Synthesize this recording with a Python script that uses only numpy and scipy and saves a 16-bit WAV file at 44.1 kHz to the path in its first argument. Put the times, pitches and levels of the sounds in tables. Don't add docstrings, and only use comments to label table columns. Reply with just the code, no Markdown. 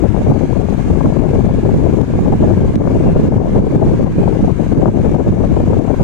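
import sys
import numpy as np
from scipy import signal
from scipy.fft import rfft, irfft, next_fast_len
from scipy.io import wavfile
from scipy.ndimage import uniform_filter1d, minimum_filter1d

SR = 44100
rng = np.random.default_rng(int(sys.argv[2]) if len(sys.argv) > 2 else 0)


def file_out(sig):
    cols = np.atleast_2d(sig).T
    lim = np.clip(cols, -1, 1)
    pcm = np.round(lim * 32767).astype(np.int16)
    wavfile.write(sys.argv[1], SR, pcm)


N = 266319

# frequency in Hz, relative density in dB.
EDDY_SPECTRUM_LEFT = [(8, -10.5), (40, 0.8), (90, 0), (150, 1.5), (260, -2.5), (420, -7), (600, -17.5),
                      (850, -25.5), (1200, -46), (2000, -58.5), (4000, -81)]
EDDY_SPECTRUM_RIGHT = [(8, -4), (40, -11.5), (105, 2.5), (160, -1.5), (250, -7), (400, -15.5), (600, -30.5),
                       (850, -38), (1500, -59.5), (4000, -97)]
# centre in seconds, depth in dB, half width in seconds.
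LULLS_LEFT = [(0.083, 4.5, 0.0069), (0.228, 4.5, 0.025), (0.392, 3.5, 0.0068), (0.477, 7.5, 0.01),
              (0.591, 4, 0.0071), (0.664, 4.5, 0.014), (0.766, 8.0, 0.0086), (0.832, 7.0, 0.015),
              (0.881, 5.5, 0.0098), (1.146, 4.0, 0.0069), (1.57, 6.0, 0.005), (1.621, 4.5, 0.012),
              (1.764, 4.0, 0.0097), (2.057, 8.0, 0.011), (2.119, 5.5, 0.01), (2.206, 8.0, 0.025),
              (2.371, 5.5, 0.019), (2.671, 4.5, 0.0052), (2.73, 8.5, 0.011), (2.769, 5.5, 0.004),
              (2.99, 4.5, 0.0098), (3.127, 4.0, 0.011), (3.222, 4.0, 0.012), (3.296, 5.0, 0.0062),
              (3.516, 5.0, 0.013), (3.7, 7.5, 0.0097), (3.958, 5.0, 0.00725), (4.105, 5, 0.011),
              (4.146, 8.0, 0.015), (4.382, 3.5, 0.011), (4.423, 5.0, 0.009), (4.548, 6.5, 0.016),
              (4.658, 3.5, 0.0085), (4.683, 6.5, 0.0081), (4.913, 5.0, 0.0059), (5.026, 4.5, 0.0088),
              (5.245, 6.5, 0.0081), (5.305, 4.0, 0.011), (5.47, 3.5, 0.0076), (5.655, 3.5, 0.01),
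              (5.863, 5, 0.0078), (5.971, 9.0, 0.012)]
# centre in seconds, rise in dB.
SWELLS_LEFT = [(0.317, 2.5), (0.905, 3.5), (1.207, 3.0), (1.381, 2), (1.487, 3.5), (1.863, 3.5),
               (2.147, 2.5), (2.274, 2.5), (2.403, 2.5), (2.51, 2.5), (2.81, 2.5), (2.868, 4), (3.08, 2.5),
               (3.166, 3.0), (3.321, 3.0), (3.382, 3.5), (3.568, 1), (3.647, 4), (3.752, 2.5), (3.844, 3.0),
               (4.217, 3.0), (4.774, 2.5), (4.831, 2), (5.331, 3.0), (5.51, 1.5), (5.802, 2.5)]
# time in seconds, relative level in dB.
DRAUGHT_RIGHT = [(0.0, -27), (1.2, -23), (1.5, -16), (1.9, -17), (2.02, -31), (2.11, -15), (2.7, -14),
                 (2.95, -13), (3.05, -9), (3.2, -10), (3.45, -13), (3.9, -11), (4.1, -14), (4.48, -21),
                 (4.56, -28.5), (4.65, -18), (5.3, -17), (5.72, -13), (5.85, -24), (6.04, -27)]
# centre in seconds, relative level in dB.
GUSTS_RIGHT = [(0.219, -12), (0.306, -4.5), (0.455, -15), (0.91, -10), (1.072, -7), (1.33, -9), (1.757, -8),
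               (2.198, -7), (2.335, -7.5), (2.441, -5.5), (2.621, -14), (2.795, -6), (3.63, -9),
               (4.177, -6.5), (4.432, -6), (4.791, -6.5), (4.894, -8), (5.111, -11.5), (5.304, -7),
               (6.019, -10.5)]
# moment of deepest suction in seconds,
# peak before limiting in dB, half width in seconds, port (0 left, 1 right).
HARD_EDDIES = [(0.091, 0.5, 0.0023, 0), (0.165, -6, 0.00033, 0), (0.276, -4, 0.0023, 0),
               (0.321, 2.5, 0.00071, 0), (0.915, 1.5, 0.0016, 0), (1.058, -18, 0.00028, 0),
               (1.204, -8, 0.0055, 0), (1.477, 3.5, .0012, 0), (1.939, -3, 0.0013, 1),
               (2.018, 3.5, 0.001, 0), (2.764, 6.5, 0.0013, 1), (2.875, -6, 0.00025, 0),
               (3.286, 5, 0.00083, 1), (3.377, 6, 0.0012, 0), (3.6, 5.5, .0012, 1), (3.765, 4, 0.0014, 1),
               (4.045, 5.5, 0.00091, 0), (4.521, 3, 0.0015, 0), (4.735, 4.5, 0.00098, 0),
               (4.835, 1.5, 0.00068, 0), (4.858, -0.5, 0.00026, 0), (4.89, 4.5, 0.00085, 0),
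               (4.974, 1, 0.0006, 0), (5.155, 4.5, 0.00088, 0), (5.306, 5, 0.0016, 1),
               (5.796, 4, 0.0008, 0)]
# centre in seconds, relative level in dB,
# speed as a multiple of the usual, nominal half width in seconds, port (0 left, 1 right).
PUFFS = [(0.041, -5.5, 0.95, 0.0036, 0), (0.062, -13, 0.95, 0.007, 0), (0.15, -14.5, 1.1, 0.0057, 0),
         (0.178, -12, 1.0, 0.0037, 0), (0.218, -12.5, 0.95, 0.0043, 1), (0.275, -7.5, 0.95, 0.0088, 0),
         (0.317, -10, 1.05, 0.0062, 0), (0.365, -13.0, 0.95, 0.0066, 0), (0.418, -12, 1.0, 0.0079, 0),
         (0.614, -16.5, 1.05, 0.0076, 0), (0.687, -13, 1.05, 0.0026, 0), (0.79, -19.5, 1.15, 0.006, 0),
         (0.905, -10.5, 0.95, 0.0028, 0), (0.977, -18, 1.0, 0.0058, 0), (1.011, -10, 1.3, 0.0027, 0),
         (1.058, -16.5, 1.35, 0.006, 0), (1.126, -12.0, 1.2, 0.0027, 0), (1.232, -11.5, 1.0, 0.012, 0),
         (1.269, -18, 1.15, 0.0038, 0), (1.335, -11, 1.05, 0.003, 0), (1.357, -13, 1.05, 0.0053, 0),
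         (1.409, -12, 1.1, 0.0025, 0), (1.493, -11, 1.0, 0.0044, 0), (1.657, -11, 1.0, 0.0048, 0),
         (1.693, -8, 0.95, 0.0039, 0), (1.845, -17, 0.95, 0.0033, 0), (1.871, -13.5, 1.0, 0.006, 0),
         (1.986, -23, 1.05, 0.0053, 0), (2.017, -14.5, 1.1, 0.0046, 0), (2.192, -6.5, 0.95, 0.003, 1),
         (2.263, -17, 1.2, 0.0042, 0), (2.334, -9.5, 1.1, 0.006, 0), (2.44, -8, 1.15, 0.0051, 0),
         (2.451, -10, 1.0, 0.002, 1), (2.509, -7, 1.0, 0.0059, 0), (2.649, -12.5, 0.95, 0.011, 0),
         (2.808, -10, 1.1, 0.0044, 0), (2.875, -8, 1.15, 0.0038, 0), (2.955, -9, 0.95, 0.0048, 0),
         (3.014, -19.5, 0.95, 0.012, 0), (3.037, -15, 1.05, 0.0033, 0), (3.046, -13, 0.95, 0.0029, 1),
         (3.071, -16, 1.2, 0.0081, 0), (3.096, -15, 0.95, 0.0067, 0), (3.153, -16.5, 1.05, 0.0053, 0),
         (3.218, -16, 0.95, 0.0039, 1), (3.323, -5, 1.0, 0.0037, 0), (3.383, -9, 1.2, 0.003, 0),
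         (3.416, -6.5, 0.95, 0.0052, 0), (3.44, -17, 1.15, 0.0087, 0), (3.458, -12.5, 1.15, 0.0033, 0),
         (3.548, -16.5, 0.95, 0.004, 1), (3.573, -10.5, 1.0, 0.014, 0), (3.671, -11, 1.05, 0.0058, 0),
         (3.727, -10, 1.05, 0.0027, 0), (3.753, -7, 0.95, 0.0045, 0), (3.825, -5.5, 1.1, 0.0077, 0),
         (3.852, -21, 1.0, 0.0089, 0), (4.046, -14.5, 1.1, 0.0044, 0), (4.072, -13, 1.3, 0.01, 0),
         (4.238, -16, 1.05, 0.0092, 0), (4.279, -8.5, 1.05, 0.0029, 0), (4.36, -14, 0.95, 0.0082, 0),
         (4.442, -10, 1.0, 0.0039, 1), (4.449, -15.5, 1.1, 0.0068, 0), (4.483, -14, 1.1, 0.0043, 0),
         (4.596, -14, 0.95, 0.0076, 0), (4.727, -13, 1.05, 0.0057, 0), (4.833, -12, 0.95, 0.013, 0),
         (4.884, -11, 1.1, 0.0099, 0), (4.949, -15, 1.0, 0.01, 0), (4.977, -15.5, 1.1, 0.0065, 0),
         (5.06, -10.5, 1.1, 0.015, 0), (5.147, -9.5, 1.1, 0.0048, 0), (5.163, -2.5, 0.95, 0.003, 0),
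         (5.2, -7.5, 1.0, 0.012, 0), (5.265, -11, 1.0, 0.0028, 0), (5.331, -14, 1.0, 0.0042, 0),
         (5.367, -15.5, 1.0, 0.011, 0), (5.412, -12, 1.0, 0.0089, 0), (5.44, -12.5, 1.35, 0.004, 0),
         (5.571, -8.5, 1.1, 0.004, 0), (5.607, -13, 1.15, 0.0066, 0), (5.733, -8.5, 1.3, 0.0027, 0),
         (5.8, -12, 1.1, 0.01, 0), (5.883, -18, 1.2, 0.0059, 0), (5.909, -13.5, 1.15, 0.0061, 0),
         (5.943, -13.5, 1.2, 0.005, 0), (6.006, -14.5, 1.1, 0.01, 0)]
# frequency in Hz, relative density in dB.
PUFF_SPECTRUM = [(100, -21), (350, 5.5), (550, 3.5), (800, -3.5), (1100, -20), (1600, -31.5), (3000, -66),
                 (6000, -94.5)]
# frequency in Hz, relative density in dB.
RUSH_SPECTRUM_LEFT = [(50, 3), (350, 2), (600, -14.5), (950, -2.5), (1400, -6), (2300, -11), (3300, -18.5),
                      (4200, -22.5), (5200, -28.5), (6300, -31.5), (7300, -27), (8400, -23.5), (10000, -31),
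                      (13000, -37.5), (15000, -43)]
RUSH_SPECTRUM_RIGHT = [(50, -0.5), (350, 2.5), (600, -9.5), (950, -5), (1400, -10.5), (2300, -16),
                       (3300, -21), (5400, -25), (6650, -20), (7400, -26), (8600, -35), (10000, -37),
                       (13000, -40.5), (15000, -48.5)]
# centre in Hz, width in Hz, left gain in dB, right gain in dB.
CAGE_RESONANCES = [(980, 200, 1.5, 1.5), (1664, 130, 1.5, 2.5), (1900, 98, -2, -2), (2170, 120, 2.3, 3.5),
                   (2380, 92, 2, 2.5), (2800, 100, 1, 3.5)]
# frequency in Hz, coherence from 0 to 1.
RUSH_COHERENCE = [(100, 1), (1000, 0.68), (1350, 0), (1650, 0.57), (1900, .05), (2300, 0.19), (2700, 0.03),
                  (5000, 0)]
# time in seconds, gain in dB.
RUSH_GAIN = [(0.0, 0), (0.6, 0.1), (0.85, 2), (1.1, -0.3), (1.6, 0.3), (2.6, -0.15), (3.15, 0), (3.4, -0.1),
             (3.9, -0.07), (6.04, -0.4)]
# centre in seconds, left level in dB, right level in dB.
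TICKS = [(2.015, -30.5, -46), (2.757, -29, -30), (4.728, -36, -43), (5.148, -35, -47), (5.304, -50, -42)]
# frequency in Hz, relative density in dB.
TICK_SPECTRUM = [(300, 0), (1500, 6), (3000, 3), (5000, -2), (7000, -8), (15000, -22)]


def buffet(level_db, spectrum, usual_db, headroom_db, flutter_db, speed_power, surge, trim_db):
    swirl = unit(np.tanh(0.7144 * flutter(low_hz=20.84, high_hz=56.94)))
    excess_db = np.minimum(level_db - usual_db, headroom_db)
    speed = from_db(excess_db) ** speed_power * np.exp(surge * swirl)
    pattern = coloured_noise(spectrum, size=2 ** 19)
    pressure = np.interp(np.cumsum(speed), np.arange(len(pattern)), pattern, period=len(pattern))
    return from_db(level_db + flutter_db * swirl + trim_db) * pressure


def draught_left(steady_db, swell_half_width_s):
    lulls_db = sum(depth_db * bump(s, half_width_s) for s, depth_db, half_width_s in LULLS_LEFT)
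    swells_db = sum(rise_db * bump(s, swell_half_width_s) for s, rise_db in SWELLS_LEFT)
    return steady_db - lulls_db + swells_db


def draught_right(gust_half_width_s):
    draught_power = from_db(over_time(DRAUGHT_RIGHT)) ** 2
    gust_power = sum((from_db(db) * bump(s, gust_half_width_s)) ** 2 for s, db in GUSTS_RIGHT)
    return 10 * np.log10(draught_power + gust_power)


def flapping(rms_db, skew, low_hz, high_hz):
    band = signal.butter(2, [low_hz, high_hz], "bandpass", fs=SR, output="sos")
    swing = unit(signal.sosfilt(band, rng.standard_normal(N + SR))[SR:])
    return rms_db * unit(1 - np.exp(-skew * np.clip(swing, -2.2, 2.2)))


def hard_eddies(turbulence, core_half_widths, core_limit_s):
    out, t = turbulence.copy(), np.arange(N) / SR
    for s, db, half_width_s, port in HARD_EDDIES:
        near = abs(t - s) < 10 * half_width_s
        position = (t[near] - s) / half_width_s - 1
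        core_radius = min(core_half_widths, core_limit_s / half_width_s)
        out[port, near] *= 1 - np.exp(-(position / core_radius) ** 4)
        out[port, near] += from_db(db) * position * np.exp((1 - position ** 2) / 2)
    return out


def puffs(stretch, trim_db):
    out = np.zeros((2, N))
    strays = stray_puffs(per_s=2.7, mean_db=-17.5, spread_db=0.5, right_share=0.2, half_width_s=0.0036)
    for s, db, speed, half_width_s, port in PUFFS + strays:
        spectrum = [(hz * speed, level) for hz, level in PUFF_SPECTRUM]
        add_centred(out[port], s, from_db(db + trim_db) * burst(spectrum, stretch * half_width_s))
    return out


def stray_puffs(per_s, mean_db, spread_db, right_share, half_width_s):
    wait, strength, side = rng.random((60, 3)).T
    times = np.cumsum(-np.log(1 - wait)) / per_s
    levels_db = mean_db + spread_db * (2 * strength - 1)
    ports = (side < right_share).astype(int)
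    return [(s, db, 1, half_width_s, port) for s, db, port in zip(times, levels_db, ports) if s < N / SR]


def port_overload(pressure, knee_db, window_samples):
    peak = -minimum_filter1d(-abs(pressure), 2 * window_samples)
    load = smoothed(peak, window_samples) / from_db(knee_db)
    return pressure / (1 + load ** 8) ** (1 / 8)


def fan_rush(left_db, right_db, waver_db):
    size = next_fast_len(N)
    hz = np.fft.rfftfreq(size, 1 / SR)
    shared, independent = rfft(rng.standard_normal((2, size)))
    coherence = over_hz(RUSH_COHERENCE, hz)
    blended = coherence * shared + np.sqrt(1 - coherence ** 2) * independent
    cage_db = sum(np.outer(port_db, np.exp(-((hz - centre) / width) ** 2))
                  for centre, width, *port_db in CAGE_RESONANCES)
    left = irfft(shared * from_db(over_hz(RUSH_SPECTRUM_LEFT, hz) + cage_db[0]), size)[:N]
    right = irfft(blended * from_db(over_hz(RUSH_SPECTRUM_RIGHT, hz) + cage_db[1]), size)[:N]
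    ports = [unit(shifting_bands(x, rms_db=2.3, patch_s=0.18, patch_hz=140)) for x in (left, right)]
    gain_db = over_time(RUSH_GAIN) + waver_db * flutter(low_hz=4, high_hz=40)
    return np.array(ports) * from_db([[left_db], [right_db]]) * from_db(gain_db)


def shifting_bands(x, rms_db, patch_s, patch_hz):
    frame, hop = 2048, 512
    spectra = signal.stft(x, nperseg=frame, noverlap=frame - hop)[2]
    rate_hz = np.fft.fftfreq(spectra.shape[1], hop / SR)
    ripple_per_hz = np.fft.fftfreq(spectra.shape[0], SR / frame)
    blur = np.exp(-(rate_hz[:, None] * patch_s) ** 2 - (ripple_per_hz * patch_hz) ** 2)
    patches = unit(np.fft.ifft2(np.fft.fft2(rng.standard_normal(blur.shape)) * blur).real)
    return signal.istft(spectra * from_db(rms_db * patches.T), nperseg=frame, noverlap=frame - hop)[1][:N]


def ticks(half_width_s):
    out = np.zeros((2, N))
    for s, *port_db in TICKS:
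        for channel, db in zip(out, port_db):
            add_centred(channel, s, from_db(db) * burst(TICK_SPECTRUM, half_width_s))
    return out


def burst(spectrum, half_width_s):
    noise = coloured_noise(spectrum, size=4096)
    t = (np.arange(len(noise)) - len(noise) / 2) / SR
    bell = np.exp(-.5 * (t / half_width_s) ** 2)
    return unit(noise * bell) * np.sqrt(np.mean(bell ** 2))


def coloured_noise(spectrum, size):
    gain = from_db(over_hz(spectrum, np.fft.rfftfreq(size, 1 / SR)))
    return unit(irfft(rfft(rng.standard_normal(size)) * gain, size))


def flutter(low_hz, high_hz):
    size = next_fast_len(N)
    hz = np.fft.rfftfreq(size, 1 / SR)
    band = hz / np.hypot(hz, low_hz) / (1 + (hz / high_hz) ** 2)
    return unit(irfft(rfft(rng.standard_normal(size)) * band, size)[:N])


def bump(s, half_width_s):
    return np.exp(-.5 * np.minimum(((np.arange(N) / SR - s) / half_width_s) ** 2, 100))


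def add_centred(mix, s, sound):
    start = round(s * SR) - len(sound) // 2
    part = mix[max(start, 0):max(start + len(sound), 0)]
    part += sound[max(-start, 0):][:len(part)]


def over_hz(points, hz):
    table_hz, value = np.transpose(points)
    return np.interp(np.log(hz + 1), np.log(table_hz + 1), value)


def over_time(points):
    return np.interp(np.arange(N) / SR, *np.transpose(points))


def smoothed(x, window_samples):
    return uniform_filter1d(uniform_filter1d(x, window_samples), window_samples)


def from_db(db):
    return 10 ** (np.asarray(db) / 20)


def unit(x):
    return x / np.sqrt(np.mean(x ** 2) + 1e-20)


def scene():
    left_db = draught_left(steady_db=-9, swell_half_width_s=0.014)
    left_db += flapping(rms_db=1.06, skew=0.7, low_hz=11.91, high_hz=25.92)
    right_db = draught_right(gust_half_width_s=0.022)
    right_db += flapping(rms_db=1.7, skew=0.45, low_hz=8.7, high_hz=20.05)
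    left = buffet(left_db, EDDY_SPECTRUM_LEFT, usual_db=-9.5, headroom_db=1.1748,
                  flutter_db=2, speed_power=0.36, surge=0.14, trim_db=0.2)
    right = buffet(right_db, EDDY_SPECTRUM_RIGHT, usual_db=-14, headroom_db=7,
                   flutter_db=3, speed_power=0.28, surge=0.14, trim_db=-1.3)
    turbulence = np.array([left, right]) + puffs(stretch=0.96, trim_db=-0.6)
    saturated = port_overload(turbulence, knee_db=0.5, window_samples=50)
    wind = hard_eddies(saturated, core_half_widths=1.93, core_limit_s=0.0028)
    rush = fan_rush(left_db=-35, right_db=-33, waver_db=0.84)
    return wind + rush + ticks(half_width_s=0.00078)


def limiter(x, ceiling_db, recovery_db_per_s, window_samples):
    over_db = np.maximum(20 * np.log10(abs(x).max(0) + 1e-9) - ceiling_db, 0)
    ramp_db = np.arange(N) / SR * recovery_db_per_s
    gain_db = ramp_db - np.maximum.accumulate(over_db + ramp_db)
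    ahead_db = minimum_filter1d(gain_db, 2 * window_samples)
    return x * from_db(smoothed(ahead_db, window_samples))


def record(dry):
    held = limiter(dry, ceiling_db=-0.15, recovery_db_per_s=48, window_samples=60)
    low_pass = signal.firwin(401, cutoff=15000, window=("kaiser", 9), fs=SR)
    return signal.oaconvolve(held, low_pass[None], "same")


dry = scene()
out = record(dry)
file_out(out)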